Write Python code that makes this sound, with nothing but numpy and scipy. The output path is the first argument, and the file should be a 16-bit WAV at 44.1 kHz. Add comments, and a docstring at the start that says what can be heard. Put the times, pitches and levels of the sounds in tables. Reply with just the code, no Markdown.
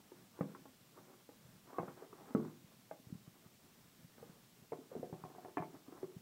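"""Over a steady hiss and low room noise, card slides on card and a big open cardboard box is knocked.
A small carton is being shifted inside it: panels flex and rebound, fingers bump softly, and a dragged
edge squeaks by stick-slip. The box drops flat on the wooden floor and booms at its resonances; then the
carton, lifted out and turned over, knocks with the modes of its thinner card.
The small room reverberates briefly, and the microphone thins the deep bass."""
import sys
import numpy as np
from scipy import signal
from scipy.fft import rfft, irfft, next_fast_len
from scipy.io import wavfile

SR = 44100
rng = np.random.default_rng(int(sys.argv[2]) if len(sys.argv) > 2 else 0)


def to_wav(s):
    """Save 16-bit WAV."""
    ch = np.atleast_2d(s).T  # columns
    pcm = np.round(np.clip(ch, -1, 1) * 32767)  # PCM
    wavfile.write(sys.argv[1], SR, pcm.astype(np.int16))


N = 274081
TIME = np.arange(N) / SR


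def from_db(db):
    """Amplitude ratio of a level in decibels."""
    return 10 ** (np.asarray(db) / 20)


def rms_one(x):
    """Normalisation to rms 1."""
    return x / np.sqrt(np.mean(x ** 2) + 1e-20)


def attack_rms_one(x):
    """Normalisation to rms 1 over the first 10 ms."""
    return x / np.sqrt(np.mean(x[:SR // 100] ** 2))


def fade(t, t60):
    """Exponential decay, 60 dB down after t60."""
    return np.exp(-np.log(1000) * t / t60)


def butter(x, hz, kind, order=2):
    """Causal Butterworth filtering."""
    return signal.sosfilt(signal.butter(order, hz, kind, fs=SR, output="sos"), x + 1e-18)


def coloured(x, spectrum):
    """Spectral shaping of a steady signal, interpolated over log frequency; rms 1."""
    hz, db = np.transpose(spectrum)
    size = next_fast_len(N)
    bins = np.maximum(np.fft.rfftfreq(size, 1 / SR), 1)
    gain = from_db(np.interp(np.log(bins), np.log(hz), db))
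    return rms_one(irfft(rfft(x, size) * gain, size)[:N])


def drift(rate_hz):
    """Random modulation: low-passed Gaussian noise of rms 1."""
    return rms_one(butter(rng.standard_normal(N + SR), rate_hz, "low")[SR:])


# spectral density of the microphone hiss: f/Hz, relative level/dB
HISS_SPECTRUM = [(880, -4), (1500, -9.5), (1840, -5.5), (1920, -2), (2180, -1), (2550, -1.5), (3460, -1),
                 (4170, -2), (4920, -3), (5540, -1.5), (6540, -4.5), (7430, -3), (10700, -7.5),
                 (11600, -5.5), (15700, -4)]
# spectral density of room and grip noise: f/Hz, relative level/dB
RUMBLE_SPECTRUM = [(25, -10.5), (45, -21), (80, -10.5), (100, -8), (120, -2), (150, -5.5), (195, -2),
                   (250, -6.5), (310, -15), (400, -20), (600, -19.5), (900, -23.5), (1800, -23),
                   (2400, -36)]

def background(hiss_db=-68.5, rumble_db=-68, waver_db=2.9, whine_hz=15000, whine_db=-93):
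    """Noise floor: wavering low room noise, stationary microphone hiss and a faint electronic whine."""
    rumble = from_db(rumble_db + waver_db * drift(6.1)) * coloured(rng.standard_normal(N), RUMBLE_SPECTRUM)
    hiss = from_db(hiss_db) * coloured(rng.standard_normal(N), HISS_SPECTRUM)
    whine = from_db(whine_db) * np.sin(2 * np.pi * whine_hz * TIME)
    return rumble + hiss + whine


# strokes of card on card: start t/s, duration/s, level/dB
SLIDE_STROKES = [(-.03, .05, -70), (0.333, 0.24, -67), (0.898, 0.27, -70), (1.646, 0.24, -61),
                 (1.945, 0.09, -64), (2.127, 0.34, -63), (4.146, 0.14, -73.5), (4.73, 0.055, -67),
                 (4.899, 0.043, -60), (5.152, 0.32, -68), (5.6, 0.14, -67.5), (5.856, 0.17, -63.5)]
# spectral density of the rubbed board: f/Hz, relative level/dB
SLIDE_SPECTRUM = [(60, -52), (150, -26), (280, -0.5), (400, 0), (520, -5.5), (680, -5.5), (790, -7),
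                  (920, -8.5), (1150, -7), (1500, -12.5), (2000, -21), (3200, -38)]

def slide(slips_per_s=2500, uneven_db=3.0, grip_db=-76, attack_s=0.035, release_t60=0.42):
    """Sliding friction: fibres catch and slip, exciting the board with random impulses."""
    power = from_db(grip_db) ** 2   # the hand never holds the card quite still
    for start, length, db in SLIDE_STROKES:
        attack = np.clip((TIME - start) / attack_s, 0, 1)
        release = fade(np.clip(TIME - start - length, 0, 1), release_t60)
        power = power + (from_db(db) * attack * release) ** 2   # incoherent sources add in power
    slips = (rng.random(N) < slips_per_s / SR) * rng.choice([-1, 1], N)
    return np.sqrt(power) * from_db(uneven_db * drift(19)) * coloured(slips, SLIDE_SPECTRUM)


# octave bands of the room's tail: centre f/Hz, relative level/dB, T60/s
ROOM_BANDS = [(87, -15.5, .4), (176, -6.5, 0.35), (343, -9, 0.43), (722, -10, 0.24), (1600, -14.5, 0.14),
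              (3000, -9, 0.13)]

def room(x, build_s=0.0077):
    """Reverberation: a diffuse field builds up quickly and decays at its own rate in each octave."""
    t, response = np.arange(SR // 2) / SR, 0
    build_up = 1 - np.exp(-(t / build_s) ** 2)
    for hz, db, t60 in ROOM_BANDS:
        edges = hz * np.sqrt([1 / 2, 2])
        tail = butter(rng.standard_normal(len(t)), edges, "band", order=3) * fade(t, t60) * build_up
        unit_band_gain = np.sqrt(2 * np.diff(edges) / SR / np.sum(tail ** 2))
        response = response + from_db(db) * tail * unit_band_gain
    return signal.fftconvolve(x, response)[:N]


def clack(t, modes, hardness_hz, detune=0.027, spot_db=5.5, crunch_db=-16.0, give_s=0.00028):
    """Modal excitation: an edge contact rings the board, differently at each spot, and crushes fibres."""
    hz, db, t60 = np.transpose(modes)[:, :, None]
    pitch, strength, side = rng.standard_normal((3, len(modes), 1))
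    amplitude = np.sign(side) * from_db(db + spot_db * strength)
    rings = amplitude * np.sin(2 * np.pi * hz * (1 + detune * pitch) * t) * fade(t, t60)
    rings = butter(rings.sum(axis=0), hardness_hz, "low", order=4)   # soft contacts miss the high modes
    fibres = butter(rng.standard_normal(len(t)) * fade(t, t60=0.054), [500, 2400], "band", order=4)
    fibres = butter(fibres, 1.48 * hardness_hz, "low", order=3)
    sound = attack_rms_one(rings) + from_db(crunch_db) * attack_rms_one(fibres)
    onset = 1 - np.exp(-t / give_s)   # the edge gives before it pushes back
    return butter(attack_rms_one(sound * onset), 110, "high")


def knocks(table, modes, panel_t60, flex_s, leak_share, sway_db,
           rebound_s, rebound_hz, rebound_panel_db, rebound_clack_db):
    """Impact and rebound: a panel swings, its edge clacks, the box rocks; then the far edge lands."""
    out, t = np.zeros(N), np.arange(SR // 6) / SR

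    def swing(hz, t60):
        """Damped oscillation with an acoustic short circuit: slow motion only moves air round the panel."""
        motion = np.sin(2 * np.pi * hz * t) * fade(t, t60) * (1 - np.exp(-t / flex_s))
        radiated = butter(motion, leak_share * hz, "high")
        return -radiated / np.abs(radiated).max()

    sway = from_db(sway_db) * swing(hz=162, t60=0.11)   # the whole box on its flexible bottom
    far_panel = swing(rebound_hz, panel_t60)
    for s, panel_db, panel_hz, clack_db, hardness_hz in table:
        near_edge, far_edge = (from_db(clack_db) * clack(t, modes, hardness_hz) for _ in range(2))
        body = from_db(panel_db) * (swing(panel_hz, panel_t60) + sway)
        rebound = from_db(rebound_clack_db) * far_edge + from_db(panel_db + rebound_panel_db) * far_panel
        add(out, s, near_edge + body)
        add(out, s + rebound_s, rebound)
    return out


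# impacts on the big box: t/s, panel level/dB, panel f/Hz, clack level/dB, contact cutoff f/Hz
BOX_IMPACTS = [(.118, -48.5, 365, -61, 1810), (.390, -43.5, 336, -55, 1110), (.4085, -29, 188, -37.5, 1390),
               (.549, -57, 370, -53, 2180), (.655, -55, 253, -56, 1400), (.986, -56, 272, -64, 1200),
               (1.290, -55, 287, -56, 1300), (1.729, -54, 296, -55.5, 1100),
               (1.7835, -33.5, 351, -40, 1200), (1.7855, -35, 680, -45.5, 2500),
               (1.795, -37.5, 168, -45.5, 1180), (1.831, -45, 163, -47, 1050),
               (1.881, -49.5, 158, -50.5, 1600), (2.022, -46, 404, -56, 1390),
               (2.128, -44.5, 400, -53.5, 1500), (2.306, -46.5, 246, -58.5, 1700),
               (2.349, -21, 230, -40.5, 1400), (2.400, -42, 392, -53, 1300), (2.449, -45, 253, -57, 1700),
               (2.9115, -40.5, 632, -50, 2030), (4.181, -59, 226, -61, 1750),
               (4.227, -44.5, 466, -60, 1020)]
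# modes of its corrugated wall: f/Hz, relative level/dB, T60/s
CORRUGATED_MODES = [(267, -3.5, 0.3), (334, -7, 0.056), (377, -8, 0.19), (481, 12, 0.041),
                    (567, -3.5, 0.034), (633, 9, 0.018), (820, 2, 0.097), (915, -1, 0.059), (978, 8, 0.021),
                    (1020, -45, 0.066), (1097, -3.5, 0.15), (1205, 5, 0.029), (1300, 6.5, 0.043),
                    (1530, 6, 0.025), (1690, -3, 0.011), (2050, -5, 0.052), (2090, -33, 0.018)]

def box_knocks():
    """Flexural vibration of the big box's corrugated walls after each impact."""
    return knocks(BOX_IMPACTS, CORRUGATED_MODES,
                  panel_t60=0.039, flex_s=0.00087, leak_share=0.7, sway_db=-19.5,
                  rebound_s=0.022, rebound_hz=304, rebound_panel_db=-13, rebound_clack_db=-19.5)


# soft contacts of the hand: t/s, level/dB, f/Hz
FINGER_BUMPS = [(1.45, -52, 124), (2.644, -51, 139), (2.997, -51.5, 226), (3.069, -46, 125),
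                (3.101, -49.5, 286), (3.124, -35, 178), (3.151, -41.5, 172), (3.276, -45.5, 146),
                (3.46, -50, 152), (4.043, -48.5, 158), (4.295, -48.5, 185), (4.622, -51.5, 157),
                (6.164, -39.5, 161)]

def bumps(rise_s=0.0038):
    """Heavily damped impact: flesh pushes slowly and absorbs the motion, leaving a dull thud."""
    out, t = np.zeros(N), np.arange(SR // 20) / SR
    push = (t / rise_s * np.exp(1 - t / rise_s)) ** 2
    for s, db, hz in FINGER_BUMPS:
        add(out, s, from_db(db) * push * np.sin(2 * np.pi * hz * (t - rise_s)))
    return out


# squeaks and groans of a dragged edge: start t/s, duration/s, f/Hz, level/dB
EDGE_SQUEAKS = [(1.67, 0.06, 998, -63), (1.734, 0.08, 1123, -53.5), (2.042, 0.112, 400, -64),
                (2.166, 0.091, 808, -63.5)]

def squeak(jitter=0.0274, rough_db=4.5, ramp_s=0.017):
    """Stick-slip oscillation: for a moment the slips lock into an unsteady tone."""
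    out = np.zeros(N)
    wobbling_time = np.cumsum(1 + jitter * drift(186)) / SR
    flutter = from_db(rough_db * drift(80))
    for start, length, hz, db in EDGE_SQUEAKS:
        dragging = np.clip(np.minimum(TIME - start, start + length - TIME) / ramp_s, 0, 1)
        out += from_db(db) * dragging * flutter * np.sin(2 * np.pi * hz * wobbling_time)
    return out


# resonances of the open box, its lid and its air: f/Hz, relative level/dB, T60/s
BOX_RESONANCES = [(114, -24.5, 0.55), (155.4, -12.5, 0.41), (216.5, -2.5, 0.17), (235.5, -15.5, 0.4),
                  (342, -14, 0.44), (384.4, -14.5, 0.3), (436, -10, .27), (520, -38, 0.17),
                  (850, -35, 0.26), (1045, -46, 0.22)]
# the big box landing flat on the floor: t/s, level/dB
BOX_DROPS = [(2.349, -23.5)]

def boom(build_s=0.0049):
    """Free vibration: dropped flat, the whole box and its air ring on at their natural frequencies."""
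    out, t = np.zeros(N), np.arange(SR // 2) / SR
    ring = sum(from_db(db) * np.sin(2 * np.pi * hz * t) * fade(t, t60) for hz, db, t60 in BOX_RESONANCES)
    for s, db in BOX_DROPS:
        add(out, s, -from_db(db) * ring * (1 - np.exp(-t / build_s)))
    return out


# impacts on the carton: t/s, panel level/dB, panel f/Hz, clack level/dB, contact cutoff f/Hz
CARTON_IMPACTS = [(4.7205, -33, 454, -45.5, 1400), (4.754, -49, 326, -71, 700),
                  (4.789, -45.5, 268, -68, 700), (4.916, -42, 507, -61, 1500),
                  (4.952, -37.5, 436, -53.5, 950), (4.964, -39, 232, -60, 705), (4.996, -42, 242, -66, 700),
                  (5.0295, -35.5, 488, -50.5, 730), (5.097, -49, 438, -78, 700),
                  (5.127, -40, 166, -48.5, 910), (5.238, -46, 146, -49, 1340), (5.301, -64, 394, -59, 1300),
                  (5.349, -52, 433, -56.5, 1200), (5.383, -50, 730, -56.5, 900),
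                  (5.447, -46, 736, -51, 1400), (5.483, -48.5, 400, -59.5, 1200),
                  (5.5705, -31, 302, -37, 2280), (5.601, -39, 162, -49, 1500), (5.623, -43, 876, -47, 2180),
                  (5.742, -47, 302, -60.5, 680), (5.882, -45, 265, -71, 1500),
                  (5.924, -44.5, 339, -67, 1200), (6.030, -33, 382, -57.5, 1600)]
# modes of its thin card: f/Hz, relative level/dB, T60/s
THIN_CARD_MODES = [(285, -1, 0.036), (380, 6.5, 0.039), (440, 5.5, 0.012), (510, -17, 0.079),
                   (625, -3.5, 0.1), (718, 5, 0.071), (780, -9, 0.021), (869, 1, 0.031), (990, 6.5, 0.012),
                   (1104, -1.5, 0.043), (1350, -13, 0.037), (1330, -11, 0.013), (1660, -30, .03),
                   (1760, -7, 0.033), (2190, -4, 0.034), (2250, -13, 0.012)]

def carton_knocks():
    """Flexural vibration of the small carton's thin card, with a quicker, stronger rebound."""
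    return knocks(CARTON_IMPACTS, THIN_CARD_MODES,
                  panel_t60=0.044, flex_s=0.00057, leak_share=0.41, sway_db=-16,
                  rebound_s=0.0105, rebound_hz=375, rebound_panel_db=-9, rebound_clack_db=-3)


def add(out, s, sound):
    """Superposition of a sound onto the output, starting at time s."""
    at = int(s * SR)
    out[at:at + len(sound)] += sound[:N - at]


def scene(room_db=2.0, bump_send_db=-9.0):
    """Direct and reverberant sound add; the bumps are close, so their direct sound dominates."""
    cardboard = box_knocks() + slide() + squeak() + carton_knocks()
    thuds = bumps()
    reverberation = from_db(room_db) * room(cardboard + from_db(bump_send_db) * thuds)
    return (background() + cardboard + thuds + boom() + reverberation)[None]


def record(dry, bass_cut_hz=70, bass_leak=0.41, top_hz=15750):
    """Band limiting: the small microphone thins the deep bass, and a steep low-pass cuts the top."""
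    thin = bass_leak * dry + (1 - bass_leak) * butter(dry, bass_cut_hz, "high")
    return signal.sosfilt(signal.ellip(12, .1, 70, top_hz, fs=SR, output="sos"), thin)


dry = scene()
out = record(dry)
to_wav(out)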